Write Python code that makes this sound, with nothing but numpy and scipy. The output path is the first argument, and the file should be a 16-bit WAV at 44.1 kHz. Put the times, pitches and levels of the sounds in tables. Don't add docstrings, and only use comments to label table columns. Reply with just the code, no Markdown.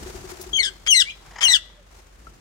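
import sys
import numpy as np
from scipy import signal
from scipy.fft import rfft, irfft, next_fast_len
from scipy.io import wavfile
from scipy.ndimage import uniform_filter1d, minimum_filter1d

SR = 44100
rng = np.random.default_rng(int(sys.argv[2]) if len(sys.argv) > 2 else 0)


def wav_record(signal):
    frames = np.transpose(np.atleast_2d(signal))
    bounded = np.clip(frames, -1, 1)
    quanta = np.round(bounded * 32767).astype(np.int16)
    wavfile.write(sys.argv[1], SR, quanta)


N = 106060
T = np.arange(N) / SR
CUTOFF_HZ = 15900
HIGH_ROUGHNESS = .08

# frequency in Hz, relative level in dB.
RUSTLE_COLOUR = [(120, -56), (200, -15), (289, -15.5), (366, -8), (548, -14.5), (709, -10), (3430, -20.5),
                 (6760, -18.5), (9930, -26.5), (16000, -32)]


def from_db(db):
    return 10 ** (np.asarray(db) / 20)


def rms_one(x):
    return x / np.sqrt(np.mean(x ** 2) + 1e-20)


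def at_hz(points, hz):
    point_hz, db = np.transpose(points)
    return np.interp(np.log(np.maximum(hz, 1)), np.log(point_hz), db)


def shaped(x, gain_at):
    size = next_fast_len(2 * x.shape[-1])
    hz = np.arange(size // 2 + 1) * SR / size
    return irfft(rfft(x, size) * gain_at(hz), size)[..., :x.shape[-1]]


def noise(colour, channels=1):
    lowest_hz, highest_hz = colour[0][0], colour[-1][0]

    def gain(hz):
        top = 1 / (1 + (hz / highest_hz / 2) ** 4)
        bottom = 1 - 1 / (1 + (2 * hz / lowest_hz) ** 4)
        return from_db(at_hz(colour, hz)) * top * bottom

    return rms_one(shaped(rng.standard_normal((channels, N)), gain))


def drift(hz):
    low_pass = signal.butter(2, hz, fs=SR, output="sos")
    settled = signal.sosfilt(low_pass, rng.standard_normal(N + SR))[SR:]
    return rms_one(settled)


def bursts(rows, rise_s):
    out = 0
    for s, db, decay_s in rows:
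        age = np.maximum(T - s, 0)
        rise = 1 - np.exp(-age / rise_s)
        decay = np.exp(-np.maximum(age - rise_s, 0) / decay_s)
        out = out + from_db(db) * rise * decay
    return out


def background():
    # frequency in Hz, relative level in dB.
    air_floor_colour = [(120, -38), (200, -18.5), (590, -3.5), (696, -21.5), (1160, -9), (2910, -13.5),
                        (9000, -33), (16000, -56)]
    # time in seconds, level in dB before wander and balance.
    hiss_level = [(0, -41.5), (.45, -45), (.75, -52.5), (1.1, -56), (1.25, -52.5), (1.6, -58.5),
                  (1.87, -62), (1.95, -52), (2.05, -58), (2.17, -57), (2.28, -55), (2.4, -59)]
    # time in seconds, level in dB before a common trim.
    rumble_level = [(0.0, -31.5), (0.11, -43), (0.17, -39), (0.39, -46.5), (0.51, -41.5), (0.75, -50),
                    (2.12, -54.5), (2.32, -47), (2.4, -49.5)]
    # frequency in Hz, relative level in dB.
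    rumble_colour = [(12, -33.5), (20, -19), (54, 3.5), (113, -9.5), (193, -10.5), (255, -17), (307, -14.5),
                     (400, -17.5), (520, -18), (880, -120)]
    floor_db, rumble_trim_db = -60.5, -2.5
    hum_hz, hum_peak_db = 46.2, -50.5

    floor = from_db(floor_db) * noise(air_floor_colour, channels=2)
    hiss_db = np.interp(T, *np.transpose(hiss_level)) + 2.0 * drift(43)
    balance = from_db([[1.5], [-1.5]])
    hiss = noise(RUSTLE_COLOUR, channels=2) * from_db(hiss_db) * balance
    rumble = noise(rumble_colour) + from_db(-10) * noise(rumble_colour, channels=2)
    rumble = rumble * from_db(np.interp(T, *np.transpose(rumble_level)) + rumble_trim_db)
    hum = from_db(hum_peak_db) * np.sin(2 * np.pi * hum_hz * T)
    return floor + hiss + rumble + hum


def wings():
    # time in seconds, relative level in dB.
    wingbeats = [(0.064, -30), (0.1, -37.5), (0.15, -33.5), (0.186, -39), (0.244, -33), (0.321, -35),
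                 (0.398, -34.5), (0.434, -43.5), (0.467, -37), (0.531, -38.5), (0.602, -44.5),
                 (0.666, -46.5), (0.708, -45.5)]
    thrum_hz, decay_s, rise_s = 367, 0.012, 0.0037
    thrum_db, swish_db, trim_db = 5, -10.5, -3

    out = 0
    swish = from_db(swish_db) * noise(RUSTLE_COLOUR)[0]
    for s, db in wingbeats:
        start = s - rise_s
        thrum = from_db(thrum_db) * np.sin(2 * np.pi * thrum_hz * (T - start))
        out = out + bursts([(start, db, decay_s)], rise_s) * (thrum + swish)
    return out * from_db(trim_db)


def scratches():
    # start in seconds, level in dB, decay in seconds.
    scratch_times = [(.305, -40.5, 0.0042), (.412, -31.5, 0.0098), (.426, -38, 0.002), (.78, -55, 0.0036)]
    # frequency in Hz, relative level in dB.
    scratch_colour = [(500, 2), (2500, -8), (6000, 1.5), (9000, 0.5), (16000, 4)]
    return bursts(scratch_times, rise_s=0.0015) * noise(scratch_colour)[0]


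def note(rows, roughness, gain_db):
    # frequency in Hz, gain in dB before the overtones are scaled together.
    throat = [(1400, -19.5), (1700, -7), (2100, 4), (2800, -5), (3400, -3.5), (4200, -8.5), (5000, -4),
              (6300, -12), (7200, -10), (8200, -5.5), (9500, -21.5), (10600, -38), (12000, -23.5),
              (13300, -42), (15300, -28.5)]
    # frequency in Hz, relative level in dB.
    air_colour = [(1400, -25), (2200, -16), (3100, -3), (4000, -4), (5000, 0), (6500, -1), (8200, -5),
                  (9500, -13), (11000, -25), (15300, -30)]
    attack_s, release_s = .004, .005
    sag_octaves_per_s = 9.9
    hoarse_below_hz, hoarse_span_hz = 2046, 400
    jitter_clear, jitter_hoarse, jitter_rate_hz = .004, .032, 210
    grain_clear, grain_hoarse, grain_rate_hz = .08, .26, 230
    air_clear_db, air_hoarse_db = -32, -9
    shimmer_db = 0.5
    fundamental_db = 2.5

    s, *columns = np.transpose(rows)
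    hz, db, edge_db, *below_db = [np.interp(T, s, c) for c in columns]
    after = np.clip(T - s[-1], 0, None)
    attack = np.clip((T - s[0]) / attack_s + 1, 0, 1)
    gate = attack * np.exp(-after / release_s)
    hz = hz * 2 ** (-sag_octaves_per_s * after)
    hoarse = np.clip((hoarse_below_hz - hz) / hoarse_span_hz, *roughness)
    jitter = (jitter_clear + jitter_hoarse * hoarse) * drift(jitter_rate_hz)
    phase = 2 * np.pi * np.cumsum(hz * (1 + jitter)) / SR

    on = gate > 1e-4
    k = np.arange(1, 11)[:, None]
    main = len(below_db)
    gains = from_db(at_hz(throat, k * hz[on])) * (k * hz[on] < CUTOFF_HZ)
    gains[main + 1:] *= from_db(edge_db[on]) / np.linalg.norm(gains[main + 1:], axis=0)
    gains[main] = 1
    if below_db:
        gains[0] = from_db(below_db[0][on] + fundamental_db)

    air_gain = from_db(air_clear_db) + from_db(air_hoarse_db) * hoarse
    out = air_gain * from_db(edge_db) * noise(air_colour)[0]

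    depth = k * (grain_clear + grain_hoarse * hoarse[on])
    white = rng.standard_normal((2, len(k), SR // 2))
    low_pass = signal.butter(2, grain_rate_hz, fs=SR, output="sos")
    wander = rms_one(signal.sosfilt(low_pass, white))[..., :on.sum()]
    complex_wander = (wander[0] + 1j * wander[1]) / np.sqrt(2)
    flutter = (1 + depth * complex_wander) / np.sqrt(1 + depth ** 2)
    partials = gains * flutter * np.exp(1j * k * phase[on])
    out[on] += np.sqrt(2) * partials.real.sum(0)
    return out * gate * from_db(db + gain_db + shimmer_db * drift(100))


def call_colour(hz):
    notch_hz, notch_width_hz, low_cut_hz = 2490, 190, 1250
    off = ((hz - notch_hz) / notch_width_hz) ** 4
    notch = off / (1 + off)
    low_cut = 1 - 1 / (1 + (hz / low_cut_hz) ** 10)
    return notch * low_cut


def chicks():
    # time in seconds, pitch in Hz, level in dB before gain and shimmer,
    # overtones in dB relative to that level.
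    high_notes = [
        [(0.534, 3297, -25, -15.5), (0.558, 3256, -26.5, -10.5), (0.564, 3090, -21, -17),
         (0.572, 3235, -28, 1.5), (0.583, 3094, -21, -21.5)],
        [(0.879, 3164, -24.5, -6), (0.893, 3304, -19.5, -10), (0.915, 3010, -21.5, 3),
         (0.937, 2763, -11, -15.5), (0.942, 2774, -28.5, 7.5)],
        [(1.43, 3160, -22.5, -5.5), (1.446, 3198, -19.5, -4), (1.458, 2973, -19, -6),
         (1.466, 2857, -21.5, -13.5), (1.477, 2820, -17, -12)],
    ]
    # time in seconds, pitch in Hz, second partial in dB before gain
    # and shimmer, then overtones and fundamental (before its extra weight) in dB relative to that partial.
    low_notes = [
        [(0.586, 2252, -49, -24, 18), (0.592, 2239, -32, -0.5, 13.5), (0.604, 2162, -18, -16, -3.5),
         (0.624, 1974, -38, -4.5, 11), (0.636, 1766, -21.5, -10, -18.5), (0.658, 1640, -28.5, -2, -3.5),
         (0.672, 1634, -28, -7.5, -10.5), (0.69, 1550, -35.5, -7, -3.5)],
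        [(0.945, 2148, -24.5, -8.5, 4.5), (0.973, 2006, -16, 1, -5.5), (0.985, 1959, -16, -13.5, -6.5),
         (0.997, 1946, -21, -4, -2.5), (1.005, 1788, -10.5, -8, -24), (1.019, 1582, -18, -7, -12),
         (1.027, 1404, -23.5, -10.5, -17.5)],
        [(1.481, 2095, -21, -12, -10), (1.499, 1998, -18.5, -7.5, -8.5), (1.525, 1939, -25, 5, 7),
         (1.543, 1726, -10, -21, -45), (1.549, 1746, -15.5, -9.5, -10.5), (1.561, 1510, -21, -4.5, -17),
         (1.572, 1344, -22, -15, -16)],
    ]
    low_roughness = [(0, .9), (.12, .5), (.28, .5)]
    # start in seconds, level in dB, decay in seconds.
    rasp_times = [(.863, -25, 0.0077), (.872, -19.5, 0.0027), (1.407, -24, 0.011), (1.413, -25, 0.011),
                  (1.423, -23.5, 0.023)]
    # frequency in Hz, relative level in dB.
    rasp_colour = [(200, -54), (500, -15.5), (950, -13), (1500, -0.5), (2000, 2.5), (2600, -3), (3300, 2),
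                   (4200, -14.5), (5100, -4.5), (6400, -15), (8000, -12.5), (16000, -41)]

    high = sum(note(rows, (HIGH_ROUGHNESS, 1), gain_db=1.0) for rows in high_notes)
    low = sum(note(rows, rough, gain_db=-0.5) for rows, rough in zip(low_notes, low_roughness))
    rasps = bursts(rasp_times, rise_s=.002) * noise(rasp_colour)[0]
    return shaped(high + low, call_colour) + rasps


def faint_chirp():
    # time in seconds, pitch in Hz, level in dB before gain and shimmer,
    # overtones in dB relative to that level.
    chirp_rows = [(1.058, 2200, -47, -18), (1.081, 2290, -44, -14), (1.085, 2350, -36, -24),
                  (1.097, 2430, -37, -20), (1.103, 3050, -43, -15), (1.11, 3400, -42, -15)]
    return note(chirp_rows, (HIGH_ROUGHNESS, 1), gain_db=3.0)


def scuffle():
    # time in seconds, level in dB before the uneven wander and the sum of both parts.
    scuffle_level = [(1.15, -68), (1.3, -52), (1.5, -49.5), (1.6, -68), (1.8, -64.5)]
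    # frequency in Hz, relative level in dB.
    scuffle_colour = [(150, -0.5), (260, -16), (1000, -5), (3000, -17)]
    level_db = np.interp(T, *np.transpose(scuffle_level), left=-120, right=-120) + 3 * drift(65)
    shared = noise(scuffle_colour)
    separate = from_db(-1.5) * noise(scuffle_colour, channels=2)
    return from_db(level_db) * (shared + separate)


def rattle():
    # start in seconds, level in dB at the left.
    rattle_pulses = [(1.276, -57), (1.307, -42), (1.334, -47), (1.358, -29.5), (1.383, -25.5),
                     (1.407, -30.5), (1.433, -30), (1.455, -31), (1.48, -27), (1.507, -32), (1.531, -31)]
    # frequency in Hz, width of one filter pass in Hz, relative level in dB.
    resonances = [(950, 400, 1), (1950, 480, 1), (3120, 500, -9), (5070, 600, -7), (6700, 1100, -14.5)]
    decay_s, right_db = .0075, -5

    grit = rng.standard_normal(N)
    pulses = bursts([(s, db, decay_s) for s, db in rattle_pulses], rise_s=0.0037)
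    rung = 0
    for k, (hz, width_hz, db) in enumerate(resonances):
        b, a = signal.iirpeak(hz, hz / width_hz, fs=SR)
        mode = signal.lfilter(b, a, signal.lfilter(b, a, grit))
        rung = rung + (-1) ** k * from_db(db) * mode
    return pulses * rms_one(rung) * from_db([[0], [right_db]])


def faint_tone():
    # time in seconds, pitch in Hz, peak level in dB.
    tone_rows = [(1.6, 630, -62), (1.76, 590, -66.5), (1.795, 597, -51), (1.818, 540, -62)]
    s, hz, db = np.transpose(tone_rows)
    outside_s = np.abs(T - np.clip(T, s[0], s[-1]))
    level_db = np.interp(T, s, db) - 600 * outside_s
    phase = 2 * np.pi * np.cumsum(np.interp(T, s, hz)) / SR
    return from_db(level_db) * np.sin(phase)


def knock():
    # start in seconds, level in dB, decay in seconds.
    knock_times = [(2.269, -32.5, 0.0064)]
    # frequency in Hz, relative level in dB.
    thud_colour = [(300, 3), (1000, 4), (2200, -8), (6000, -35)]
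    mode_hz, thud_db = 1330, -14.5
    ring = np.sin(2 * np.pi * mode_hz * T)
    thud = from_db(thud_db) * noise(thud_colour)[0]
    return bursts(knock_times, rise_s=0.00091) * (ring + thud)


def tail(x, t60):
    t = np.arange(int(t60 * SR)) / SR
    response = rng.standard_normal((2, len(t))) * from_db(-60 * t / t60)
    response = response / np.linalg.norm(response, axis=1, keepdims=True)
    return signal.fftconvolve(x[None], response, axes=1)[:, :N]


def to_left(near):
    # frequency in Hz, left minus right in dB.
    left_lead = [(60, 1), (500, 7.5), (1000, 6), (1600, 5), (2050, 4.5), (2800, 9.5), (4200, 14),
                 (5500, 14.5), (8000, 12.5), (10500, -5.5), (16000, 2)]
    right_lag_s = .000185

    def ears(hz):
        half_db = at_hz(left_lead, hz) / 2
        right = from_db(-half_db) * np.exp(-2j * np.pi * hz * right_lag_s)
        return np.array([from_db(half_db), right])

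    return shaped(near, ears)


def scene():
    # frequency in Hz, gain in dB.
    aviary_colour = [(300, 11), (2000, -4.5), (3500, -3.5), (5000, 0.5), (8000, -12), (12000, -37)]
    pot_t60_s, pot_db = .017, -14
    walls_t60_s, walls_left_db, walls_right_db = .125, -7, -9
    aviary_t60_s, aviary_send_db, chirp_send_db = 0.52, -18.5, -30
    aviary_left_db = 2.5

    calls = chicks()
    chirp = faint_chirp()
    small = wings() + scratches() + knock()
    potted = calls + from_db(pot_db) * tail(calls, pot_t60_s)[0]
    walls = from_db([[walls_left_db], [walls_right_db]]) * tail(calls + from_db(9) * chirp, walls_t60_s)
    send = from_db(aviary_send_db) * (calls + small) + from_db(chirp_send_db) * chirp
    space = shaped(tail(send, aviary_t60_s), lambda hz: from_db(at_hz(aviary_colour, hz)))
    space = space * from_db([[aviary_left_db], [-aviary_left_db]])
    near = to_left(potted + chirp + small)
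    return near + rattle() + scuffle() + walls + space + background() + faint_tone()


def record(dry):
    ceiling = .88
    gain = ceiling / np.maximum(np.abs(dry).max(axis=0), ceiling)
    gain = uniform_filter1d(minimum_filter1d(gain, size=177), size=177)
    return shaped(dry * gain, lambda hz: np.clip((CUTOFF_HZ - hz) / 200 + .5, 0, 1))


dry = scene()
out = record(dry)
wav_record(out)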